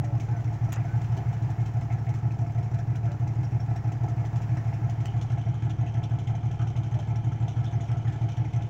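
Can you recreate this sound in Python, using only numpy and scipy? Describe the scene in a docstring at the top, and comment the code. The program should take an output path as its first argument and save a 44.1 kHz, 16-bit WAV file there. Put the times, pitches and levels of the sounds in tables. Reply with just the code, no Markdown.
"""A diesel's even throb on a river ferry's deck, with knocks and rattles in step with it.
Six cylinders fire unequally at about 740 rpm and boom in the exhaust; knocks ring the block and covers.
The engine shakes loose fittings and a panel. Water washes along the rumbling hull, something squeaks
faintly, and there is one short scuff close by. Around 5 s the treble changes colour."""
import sys
import numpy as np
from scipy import signal
from scipy.fft import rfft, irfft, next_fast_len
from scipy.io import wavfile
from scipy.ndimage import uniform_filter1d

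SR = 44100
rng = np.random.default_rng(int(sys.argv[2]) if len(sys.argv) > 2 else 0)


def generate_wav(sig):
    """Save sig (samples, or channels by samples) to the path in sys.argv[1] as 16-bit PCM at SR."""
    pcm = np.round(np.clip(np.atleast_2d(sig).T, -1, 1) * 32767).astype(np.int16)
    wavfile.write(sys.argv[1], SR, pcm)


N = 383229
TIME = np.arange(N) / SR
CYCLE_HZ = 6.18349   # four-stroke cycle: two revolutions
# shakes of the loose metal (phase [cycles], early level [dB], late level [dB], decay [s])
SHAKES = [(0.1, -12.5, -15, 0.01), (0.25, -0.9, -1.5, 0.01), (0.314, -7, -7.5, 0.0074),
          (0.441, -10, -10, 0.023), (0.614, -18, -13.5, 0.017), (.765, -8, -0.9, 0.0081),
          (0.923, -4.5, -4.5, 0.013)]


def from_db(db):
    return 10 ** (np.asarray(db) / 20)


def unit_rms(x):
    return x / np.sqrt(np.mean(x ** 2) + 1e-20)


def noise():
    return rng.standard_normal(N)


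def low_pass(x, hz):
    return signal.sosfilt(signal.butter(4, hz, fs=SR, output="sos"), x)


def coloured(x, spectrum):
    """Shape x by a smooth spectrum; rms 1."""
    hz, db = np.transpose(spectrum)
    size = next_fast_len(N)
    bins_hz = np.maximum(np.fft.rfftfreq(size, 1 / SR), 1)
    bass_cut = np.minimum(bins_hz / hz[0], 1) ** 2
    gain = from_db(np.interp(np.log(bins_hz), np.log(hz), db)) * bass_cut
    return unit_rms(irfft(rfft(x, size) * gain, size)[:N])


def resonate(x, hz, width_hz):
    """One resonance, peak gain 1."""
    radius = np.exp(-np.pi * width_hz / SR)
    feedback = [1, -2 * radius * np.cos(2 * np.pi * hz / SR), radius ** 2]
    return signal.lfilter(np.array([1, 0, -1]) * (1 - radius ** 2) / 2, feedback, x + 1e-18)


def body(x, modes, top_hz):
    """Parallel modes of alternating sign, low-passed; rms 1."""
    ring = sum((-1) ** k * from_db(db) * resonate(x, hz, width_hz)
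               for k, (hz, width_hz, db) in enumerate(modes))
    return unit_rms(low_pass(ring, top_hz))


def cycle_clicks(phase, spread_db, jitter_s, lead=0):
    """One slightly uneven click per engine cycle, starting lead samples early."""
    cycles = np.arange(-int(lead / SR * CYCLE_HZ), int(N / SR * CYCLE_HZ) + 1)
    timing, strength = rng.standard_normal((len(cycles), 2)).T
    at = lead + np.round(((cycles + phase) / CYCLE_HZ + jitter_s * timing) * SR).astype(int)
    inside = (at >= 0) & (at < lead + N)
    clicks = np.zeros(lead + N)
    clicks[at[inside]] = from_db(spread_db * strength[inside])
    return clicks


def burst_power(clicks, decay_s):
    """Power envelope: one decaying burst per click."""
    return signal.lfilter([1], [1, -np.exp(-2 / (decay_s * SR))], clicks ** 2 + 1e-18)


def blow_envelope(start_s, decay_s):
    return (TIME >= start_s) * np.exp(-np.maximum(TIME - start_s, 0) / decay_s)


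def blend(early, late, time_s=TIME):
    """Mostly early up to 4.8 s, mostly late from 5.42 s: the treble changes colour."""
    late_share = np.interp(time_s, [4.8, 5.42], [0.081, 0.77])
    return early + late_share * (late - early)


def shake_hits(early_hz, late_hz, spread_oct, level_db, spread_db, decay_s):
    """One hit per shake, louder for a harder one: (time [s], pitch [Hz], level [dB], decay [s])."""
    hits = []
    for cycle in range(int(N / SR * CYCLE_HZ) + 1):
        for phase, early_db, late_db, _ in SHAKES:
            time_s = (cycle + phase) / CYCLE_HZ
            detune, strength = np.clip(rng.standard_normal(2), -2, 2)
            hz = blend(early_hz, late_hz, time_s) * 2 ** (spread_oct * detune)
            db = level_db + blend(early_db, late_db, time_s) + spread_db * strength
            hits.append((time_s, hz, db, decay_s))
    return hits


def noisy_rings(hits, width_hz, rise_s):
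    """One short ring of narrow-band noise per hit."""
    out = np.zeros(N + SR)
    age_s = np.arange(SR // 6) / SR
    for time_s, hz, db, decay_s in hits:
        band = resonate(rng.standard_normal(len(age_s)), hz, width_hz)
        ring = unit_rms(resonate(band, hz, width_hz))
        envelope = (1 - np.exp(-age_s / rise_s)) * np.exp(-age_s / decay_s)
        start = min(int(time_s * SR), N)
        out[start:start + len(age_s)] += from_db(db) * ring * envelope
    return out[:N]


def exhaust(level_db):
    """Six unequal puffs a cycle ring the pipe; their rings add and cancel into the throb."""
    # cylinder firings (phase [cycles], level [dB])
    firings = [(.090, -3.5), (.253, -3.5), (.421, -3), (0.591, -7.5), (.754, -2.12), (.915, -2.5)]
    # exhaust and cabin modes (frequency [Hz], width [Hz], gain [dB], polarity [+/-1])
    modes = [(100.6, 10.7, -2.5, -1), (115.35, 5.97, 3, -1), (128.1, 19.72, -2.5, 1),
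             (165.75, 1.8, -11.5, 1), (238.6, 4.5, -28.5, -1), (252.4, 36, -37.5, 1),
             (311.4, 13, -29.5, -1)]
    run_in = SR // 2   # already running at the start
    clicks = sum(from_db(db) * cycle_clicks(phase, spread_db=0.57, jitter_s=0.00017, lead=run_in)
                 for phase, db in firings)
    puffs = low_pass(clicks, hz=665)   # valves open gradually
    boom = sum(sign * from_db(db) * resonate(puffs, hz, width_hz) for hz, width_hz, db, sign in modes)
    bass_cut = signal.butter(2, 56, "high", fs=SR, output="sos")   # an open pipe radiates little bass
    return from_db(level_db) * unit_rms(signal.sosfilt(bass_cut, boom)[run_in:])


def knocking(block_db, covers_db, steady_db, blow_db):
    """Combustion blows and noise ring the block; the noise bursts also ring its thin covers."""
    # combustion knocks (phase [cycles], level [dB], decay [s])
    knocks = [(.03, -2.5, 0.017), (0.212, 4.5, 0.0041), (0.284, -8, 0.01), (0.424, -2, 0.0065),
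              (.6, -5.5, 0.0065), (0.755, -0.5, 0.014), (.84, -3.5, 0.011), (.925, -1, 0.013)]
    # harder knocks of the casing (time [s], relative level [dB], decay [s])
    clunks = [(0.289, 4, 0.057), (1.16, 6, 0.049), (4.028, 8, 0.041), (6.944, 4.5, 0.019)]
    # block modes (frequency [Hz], width [Hz], gain [dB])
    block_modes = [(310.7, 12.9, 4), (389, 12, -5.5), (478, 18, -8.5), (598, 18, -16.5), (684.8, 26.8, 5.5),
                   (716.8, 48.7, 2.5), (830, 69, 1), (830, 5.5, -16)]
    # cover modes (frequency [Hz], width [Hz], gain [dB])
    cover_modes = [(1319, 19, 4), (1530, 160, -13), (1704, 13, 0.5), (1990, 35, -4.5), (2168, 35, -2),
                   (2382, 19, -3), (2595, 70, -10.5)]
    blows, knock_power = np.zeros((2, N))
    for phase, db, decay_s in knocks:
        clicks = from_db(db) * cycle_clicks(phase, spread_db=1.5, jitter_s=0.001)
        blows += from_db(blow_db) * clicks
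        knock_power += burst_power(clicks, decay_s)
    clunk_power = sum((from_db(db) * blow_envelope(time_s, decay_s)) ** 2
                      for time_s, db, decay_s in clunks)
    roughness = noise() * np.sqrt(knock_power + clunk_power + from_db(steady_db) ** 2)
    block = body(blows + roughness, block_modes, top_hz=920)
    covers = body(noise() * np.sqrt(knock_power), cover_modes, top_hz=3070)
    return from_db(block_db) * block + from_db(covers_db) * covers


def rattling(hiss_db, ring_db, grain_db):
    """Loose fittings chatter in grainy bursts at each shake, a little louder late on."""
    # hardest shakes (time [s], relative level [dB])
    jolts = [(0.201, 1), (1.6586, 1), (2.142, -0.5), (7.4803, 0), (7.6425, -1.5)]
    # early chatter spectrum (frequency [Hz], density [dB])
    early_spectrum = [(700, -6), (1100, -1.5), (1800, -0.5), (2600, 3), (3500, -3.5), (4600, -7.5),
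                      (5600, -3.5), (7200, -2.5), (8200, -14), (10000, -23), (13500, -27.5), (15300, -14)]
    # late chatter spectrum (frequency [Hz], density [dB])
    late_spectrum = [(700, -4.5), (1100, -17.5), (1800, -4), (2400, 6), (3300, 14), (4400, -11),
                     (5300, -10.5), (6300, -4.5), (7200, -8.5), (8000, -14.5), (10000, -22), (13500, -26.5),
                     (15300, -22.5)]
    # fitting modes (frequency [Hz], width [Hz], gain [dB])
    modes = [(2280, 43, -5), (2244, 65, 3.5), (2700, 17, -7.5), (3430, 18, -6), (4480, 29, -7.5),
             (5030, 47, -9.5), (5650, 71, 2), (5970, 69, -1.5), (6260, 130, 4), (6800, 130, -4),
             (6750, 40, -5)]
    power = sum((from_db(db) * blow_envelope(time_s, decay_s=0.021)) ** 2 for time_s, db in jolts)
    for phase, early_db, late_db, decay_s in SHAKES:
        clicks = cycle_clicks(phase, spread_db=2.2, jitter_s=0.0039)
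        power += burst_power(from_db(blend(early_db, late_db)) * clicks, decay_s)
    envelope = np.sqrt(np.abs(uniform_filter1d(power, size=280)))
    grains = from_db(grain_db * unit_rms(uniform_filter1d(noise(), size=110)))
    chatter = noise() * grains * envelope
    hiss = blend(coloured(chatter, early_spectrum), coloured(chatter, late_spectrum))
    ring = body(chatter, modes, top_hz=6600)
    lift_db = blend(0, 4)
    return from_db(hiss_db + lift_db) * hiss + from_db(ring_db + lift_db) * ring


def deck_echoes(x, echo_db, decay_s, count):
    """Early echoes off steel deck, rails and roof comb the sound at about equal power."""
    lags_s = rng.uniform(0.001, 0.023, count)
    signs = rng.choice([-1, 1], count)
    gains = from_db(echo_db) * unit_rms(np.exp(-lags_s / decay_s)) * signs / np.sqrt(count)
    echoes = sum(gain * np.pad(x, (int(lag_s * SR), 0))[:N] for lag_s, gain in zip(lags_s, gains))
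    return (x + echoes) / np.sqrt(1 + from_db(echo_db) ** 2)


def clinks(decay_s):
    """Small loose metal pieces ring as the engine shakes them."""
    # clearest clinks (time [s], pitch [Hz], level [dB])
    accents = [(3.437, 5600, -49.5), (3.598, 5540, -49), (3.76, 5570, -56), (7.725, 6120, -52),
               (7.808, 6690, -47)]
    hits = [(time_s, hz, db, decay_s) for time_s, hz, db in accents]
    hits += shake_hits(early_hz=5630, late_hz=6470, spread_oct=0.13,
                       level_db=-59, spread_db=1, decay_s=decay_s)
    return noisy_rings(hits, width_hz=100, rise_s=0.0012)


def panel_clatter():
    """A loose panel answers the same shakes, lower and duller."""
    # loudest clatters (time [s], pitch [Hz], level [dB], decay [s])
    accents = [(1.9, 2100, -49, 0.037), (2.065, 2030, -44.5, 0.015), (3.07, 1400, -50, 0.06),
               (4.57, 1780, -45.5, 0.021), (5.08, 2950, -51, 0.027), (6.593, 1320, -47.5, 0.06),
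               (7.66, 3500, -53.5, 0.03), (7.9, 1350, -50, 0.053), (8.07, 1710, -50.5, 0.057)]
    hits = shake_hits(early_hz=1540, late_hz=1700, spread_oct=0.34,
                      level_db=-53, spread_db=2.5, decay_s=0.025)
    return noisy_rings(accents + hits, width_hz=420, rise_s=0.00084)


def wash(level_db, swell_db, swells_per_s):
    """Water hisses along the hull with a slight random swell."""
    # early water spectrum (frequency [Hz], density [dB])
    early_spectrum = [(800, -1.5), (1130, -6.5), (1460, -8), (1800, -6), (2300, -14.5), (2800, -17),
                      (3800, -26), (4600, -26), (5700, -23), (7100, -25), (8300, -40), (13500, -37.5),
                      (15200, -33)]
    # late water spectrum (frequency [Hz], density [dB])
    late_spectrum = [(800, -0.5), (1130, -7), (1460, -3), (1880, -14), (2360, -5), (2690, -18),
                     (3100, -3.5), (3500, -18), (4300, -21.5), (6250, -22), (7200, -25.5), (8000, -34),
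                     (9800, -38), (13500, -51), (15200, -40)]
    water = noise()
    swell = np.interp(TIME * swells_per_s, np.arange(64), rng.standard_normal(64))
    hiss = blend(coloured(water, early_spectrum), coloured(water, late_spectrum))
    return from_db(level_db + swell_db * swell) * hiss


def hull(rumble_db):
    """Another engine hums faintly, out of step with this one, over a low rumble."""
    # hum partials (frequency [Hz], rms level [dB])
    partials = [(12.3, -60.5), (24.5, -68), (37.1, -64.5), (48.6, -64.5)]
    # rumble spectrum (frequency [Hz], density [dB])
    spectrum = [(10, 1), (25, -5), (45, -5.5), (65, -2), (90, 3), (125, 3), (170, -2), (215, -5),
                (270, -6.5), (400, -9.5), (550, -18), (850, -14.5), (1200, -28.5), (4000, -81.5)]
    hum = sum(from_db(db) * np.sqrt(2) * np.sin(2 * np.pi * (hz * TIME + rng.random()))
              for hz, db in partials)
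    return hum + from_db(rumble_db) * coloured(noise(), spectrum)


def squeaks():
    """Faint gliding tones that swell and fade."""
    # squeaks (time [s], length [s], start pitch [Hz], end pitch [Hz], level [dB])
    glides = [(0, 0.17, 605, 548, -46), (0.269, 0.17, 1590, 1450, -53), (0.857, 0.13, 1470, 1570, -50),
              (3.064, 0.095, 570, 594, -46.5), (6.93, 0.11, 637, 583, -45)]
    out = np.zeros(N)
    for time_s, length_s, start_hz, end_hz, db in glides:
        progress = np.clip((TIME - time_s) / length_s, 0, 1)
        hz = start_hz + progress * (end_hz - start_hz)
        out += from_db(db) * np.sin(np.pi * progress) * np.sin(2 * np.pi * np.cumsum(hz) / SR)
    return out


def scuff():
    """A quick run of rubbing contacts, bright then dull."""
    # contacts (time [s], level [dB], decay [s], cutoff [Hz])
    contacts = [(.721, -43, 0.0042, 14000), (0.7283, -31.5, 0.004, 15000), (0.723, -32, 0.0052, 7550),
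                (0.736, -33.5, 0.013, 6800), (0.76, -36, 0.002, 7000), (0.763, -29.5, 0.017, 2470)]
    # friction spectrum (frequency [Hz], density [dB])
    spectrum = [(500, -8), (1200, -5), (2000, -5), (3000, -8.5), (4500, -21), (6800, -3.5), (9000, -19),
                (12500, -18), (15500, -3.5)]
    friction = coloured(noise(), spectrum)
    return sum(from_db(db) * low_pass(friction * blow_envelope(time_s, decay_s), top_hz)
               for time_s, db, decay_s, top_hz in contacts)


def scene():
    """Engine, loose metal, water and hull, heard from the deck; mono."""
    engine = exhaust(level_db=-26.5) + knocking(block_db=-46, covers_db=-59.5, steady_db=-10, blow_db=18.5)
    rattle = rattling(hiss_db=-64, ring_db=-68.5, grain_db=5.5)
    fittings = deck_echoes(rattle, echo_db=-2.5, decay_s=0.019, count=12)
    metal = fittings + clinks(decay_s=0.013) + panel_clatter()
    water = wash(level_db=-56.5, swell_db=1.8, swells_per_s=0.86)
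    return (engine + metal + water + hull(rumble_db=-43.5) + squeaks() + scuff())[None]


def record(dry):
    """Steep low-pass at 15.85 kHz."""
    return signal.sosfilt(signal.ellip(10, 0.1, 80, 15850, fs=SR, output="sos"), dry)


dry = scene()
out = record(dry)
generate_wav(out)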